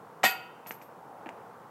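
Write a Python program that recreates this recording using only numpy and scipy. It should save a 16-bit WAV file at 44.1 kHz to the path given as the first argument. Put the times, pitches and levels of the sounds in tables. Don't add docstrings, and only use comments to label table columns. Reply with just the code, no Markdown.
import sys
import numpy as np
from scipy import signal
from scipy.fft import rfft, irfft, next_fast_len
from scipy.io import wavfile
from scipy.ndimage import map_coordinates

SR = 44100
rng = np.random.default_rng(int(sys.argv[2]) if len(sys.argv) > 2 else 0)


def store_wav(level_fs):
    pcm = np.round(np.clip(np.atleast_2d(level_fs), -1, 1) * 32767)
    wavfile.write(sys.argv[1], SR, pcm.T.astype(np.int16))


N = 74970

# pitch_hz, level_db
TREE_COLOUR = [(30, -34), (55, -17), (75, -16), (120, -5.5), (170, -4.5), (260, -9.5), (400, -7), (467, -1),
               (600, -8.5), (800, -2.5), (1290, -9), (2200, -26), (4000, -37), (15500, -54)]
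# time_s, level_db
WIND_STRENGTH = [(0, -52), (.9, -53.5), (1.4, -49.5), (1.7, -52)]
# pitch_hz, level_db
GUST_COLOUR = [(300, -40), (560, -5), (780, 4), (900, 3), (1100, -17), (1500, -13.5), (2500, -62)]
# pitch_hz, t60_s
ECHO_DECAY = [(200, .3), (1000, 0.69), (1900, 0.61), (2500, 0.77), (3100, 0.82), (3800, 0.47), (6000, .4),
              (13000, 0.38)]
# start_s, tap_db, body_db, thud_db, edge_db
DISC_KNOCKS = [(0.6628, -35, -45, -47.5, -77), (0.7088, -19.5, -51, -48, -47.5),
               (0.8153, -39, -48.5, -40.5, -62), (1.2604, -35, -43, -29, -72),
               (1.2691, -31.5, -56, -35, -70), (1.2907, -26.5, -47, -49, -52.5)]
# pitch_hz, level_db
TAP_COLOUR = [(120, -7), (260, -2), (700, 1), (1200, -1.5), (2000, 2.5), (2900, -2), (4000, -27),
              (8000, -39), (15000, -34)]
# start_s, level_db, settle_s (contacts thin out by 1/e), hardness_db
CHAIN_SHAKES = [(0.2374, -22, .028, 6.5), (0.6669, -38, .024, -1.5), (0.7123, -46, 0.018, 4.5),
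                (0.8175, -51.5, 0.014, 2.5)]
# pitch_hz, level_db
CLASH_COLOUR = [(1500, 2), (3500, -5.5), (5400, -2.5), (6500, -1.5), (8500, -4), (9400, -7.5), (11200, -37),
                (12300, -16), (13900, -6), (14500, -17)]
# pitch_hz, level_db
LINK_MODES = [(9700, -20.5), (10250, -25.5), (11550, -27.5), (12620, -13.5), (12980, -5.5), (13200, -10),
              (13830, -20)]
# pitch_hz, level_db
WIRE_COLOUR = [(600, -3.5), (1200, -6.5), (1650, -1), (2100, 7), (2700, 4.5), (3300, 3.5), (4600, 0.5),
               (5400, -8.5), (8000, 4), (10000, -40)]
# pitch_hz, level_db, t60_s
FRAME_MODES = [(764, -34, 0.35), (968, -41.5, 0.56), (1316, -49, 0.74), (1423, -34.5, 0.54),
               (1480, -42.5, 0.53), (1860, -15, 0.11), (1902, -19.5, .13), (2223, -38, 0.29),
               (2270, -47, 0.29), (2558, -25.5, 0.28), (2780, -40, 0.44), (2720, -41.5, 0.48),
               (3040, -42.5, 0.51), (3161, -41, 0.26), (3597, -24, 0.098), (4160, -42, 0.14),
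               (4600, -37.5, 0.39), (4630, -39.5, 0.46), (4790, -37, 0.32)]
# pitch_hz, level_db, t60_s
PLASTIC_MODES = [(233, -10, 0.025), (599, -8.5, 0.075), (733, -3, 0.049), (917, 3.5, 0.027),
                 (2270, -13.5, 0.021)]
# pitch_hz, level_db
SCUFF_COLOUR = [(90, -54), (160, -26), (240, 3.5), (400, -24), (580, 1.5), (780, 10.5), (1150, 3.5),
                (2400, 0.5), (3300, -19), (8000, -29.5), (10000, -48.5)]
# start_s, thwack_db, frame_db, brightness_db_per_octave, wires_db
BASKET_BLOWS = [(0.2327, -22.5, -13.5, -9, -27.5), (0.2394, -21, -14, -1.5, -28.5),
                (0.2488, -30, -1.5, -1, -25.5)]

STEEL_ATTACK_S = 0.0006


def amp(db):
    return 10 ** (np.asarray(db) / 20)


def along(points, hz):
    pitches, values = np.transpose(points)
    return np.interp(np.log(hz + 1), np.log(pitches + 1), values)


def clock():
    return np.arange(N) / SR


def fade(t, t60_s):
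    return np.exp(-np.log(1000) * t / t60_s)


def rise(t, attack_s):
    return 1 - np.exp(-t / attack_s)


def wobble(knots_per_s):
    return map_coordinates(rng.standard_normal(1024), [clock() * knots_per_s], mode="wrap")


def noise(colour):
    gain = amp(along(colour, np.fft.rfftfreq(N, 1 / SR)))
    x = irfft(rfft(rng.standard_normal(N)) * gain, N)
    return x / np.sqrt(np.mean(x ** 2) + 1e-20)


def click(colour):
    gain = amp(along(colour, np.fft.rfftfreq(N, 1 / SR)))
    cepstrum = irfft(np.log(gain), N)
    cepstrum[1:N // 2] *= 2
    cepstrum[N // 2:] = 0
    pulse = irfft(np.exp(rfft(cepstrum)), N)
    return pulse / np.abs(pulse).max()


def add(track, start_s, sound):
    i = int(round(start_s * SR))
    track[i:i + len(sound)] += sound[:max(N - i, 0)]


def highpass(x, hz, order):
    return signal.sosfilt(signal.butter(order, hz, "high", fs=SR, output="sos"), x)


def wind(crest_s=1.2, half_width_s=0.2):
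    t = clock()
    murmur_db = np.interp(t, *np.transpose(WIND_STRENGTH)) + 2 + 0.5 * wobble(knots_per_s=14)
    gust = amp(-50) * noise(GUST_COLOUR) / (1 + ((t - crest_s) / half_width_s) ** 2)
    murmur = amp(murmur_db) * noise(TREE_COLOUR)
    hiss = amp(-70.5) * rng.standard_normal(N)
    return murmur + gust + hiss


def echo(sound):
    hz, t, spectrum = signal.stft(rng.standard_normal(N), SR, nperseg=256)
    spectrum *= fade(t, along(ECHO_DECAY, hz)[:, None])
    tail = signal.istft(spectrum, SR)[1][:N] * rise(clock(), attack_s=0.024)
    return signal.fftconvolve(sound, tail / np.linalg.norm(tail))[:N]


def knocks(thud_hz=308):
    out, t, pulse = np.zeros(N), clock(), click(TAP_COLOUR)
    thud = 2 * np.sin(2 * np.pi * thud_hz * t) * fade(t, t60_s=0.026) * rise(t, attack_s=0.0036)
    for start_s, tap_db, body_db, thud_db, edge_db in DISC_KNOCKS:
        tap = pulse + amp(-24.5) * noise(TAP_COLOUR) * fade(t, t60_s=0.12)
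        edge = noise(CLASH_COLOUR) * fade(t, t60_s=0.033)
        knock = amp(tap_db) * tap + amp(body_db) * thwack() + amp(thud_db) * thud + amp(edge_db) * edge
        add(out, start_s, knock)
    return out


def chains(contacts=80, link_spread=0.00806):
    out, t = np.zeros(N), clock()[:N // 20]
    ring_shape = fade(t, t60_s=0.17) * rise(t, STEEL_ATTACK_S)
    for start_s, level_db, settle_s, hardness_db in CHAIN_SHAKES:
        grit = amp(hardness_db - 3) * noise(CLASH_COLOUR)
        for k, (jitter, offset, pitch, size) in enumerate(rng.random((contacts, 4))):
            age = -np.log(1 - (k + jitter) / (contacts + 2))
            detune = 1 + link_spread * np.log(pitch / (1 - pitch)) / 2
            ring = sum(amp(db) * np.sin(2 * np.pi * hz * detune * t) for hz, db in LINK_MODES)
            clash = grit[int(offset * N / 2):][:len(t)] * fade(t, t60_s=0.017)
            strength = 2 * (0.5 + size) / np.sqrt(contacts) * np.exp(-0.45 * age)
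            add(out, start_s + settle_s * age, amp(level_db) * strength * (ring * ring_shape + clash))
    return out


def wires(modes=220):
    out, t = np.zeros(N), clock()[:N // 3]
    low_hz, high_hz = WIRE_COLOUR[0][0], WIRE_COLOUR[-1][0]
    for start_s, *_, wires_db in BASKET_BLOWS:
        jitter, phase, size = rng.random((modes, 3)).T
        hz = low_hz * (high_hz / low_hz) ** ((np.arange(modes) + jitter) / modes)
        gain = amp(along(WIRE_COLOUR, hz)) * (0.5 + size)
        gain *= np.sqrt(2) / np.linalg.norm(gain)
        t60_s = 0.22 * (2000 / hz) ** 0.13
        tones = np.sin(2 * np.pi * (hz[:, None] * t + phase[:, None]))
        ring = gain @ (tones * fade(t, t60_s[:, None]))
        add(out, start_s, amp(wires_db) * ring * rise(t, STEEL_ATTACK_S))
    return out


def frame(waver_rad=0.86):
    out, t = np.zeros(N), clock()
    for hz, mode_db, t60_s in FRAME_MODES:
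        envelope = np.zeros(N)
        shape = fade(t, t60_s) * rise(t, STEEL_ATTACK_S)
        octaves = np.log2(hz / 2000)
        for start_s, _, frame_db, brightness, _ in BASKET_BLOWS:
            add(envelope, start_s, amp(frame_db + mode_db + brightness * octaves) * shape)
        out += envelope * np.sin(2 * np.pi * hz * t + waver_rad * wobble(knots_per_s=49.2))
    return out


def thwack():
    t = clock()
    ring = sum(amp(db) * np.sin(2 * np.pi * hz * t) * fade(t, t60_s) for hz, db, t60_s in PLASTIC_MODES)
    scuff = noise(SCUFF_COLOUR) * fade(t, t60_s=0.058)
    return (ring + scuff) * rise(t, attack_s=0.0002)


def disc():
    out = np.zeros(N)
    for start_s, thwack_db, *_ in BASKET_BLOWS:
        add(out, start_s, amp(thwack_db) * thwack())
    return out


def scene():
    basket = disc() + frame() + wires() + chains() + knocks()
    basket = highpass(basket, hz=185, order=4)
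    return (basket + amp(-21) * echo(basket) + wind())[None]


def record(dry, top_hz=15800):
    size = next_fast_len(N + SR // 2)
    spectrum = rfft(highpass(dry, hz=124, order=2), size)
    in_band = np.fft.rfftfreq(size, 1 / SR) < top_hz
    return irfft(spectrum * in_band, size)[..., :N]


dry = scene()
out = record(dry)
store_wav(out)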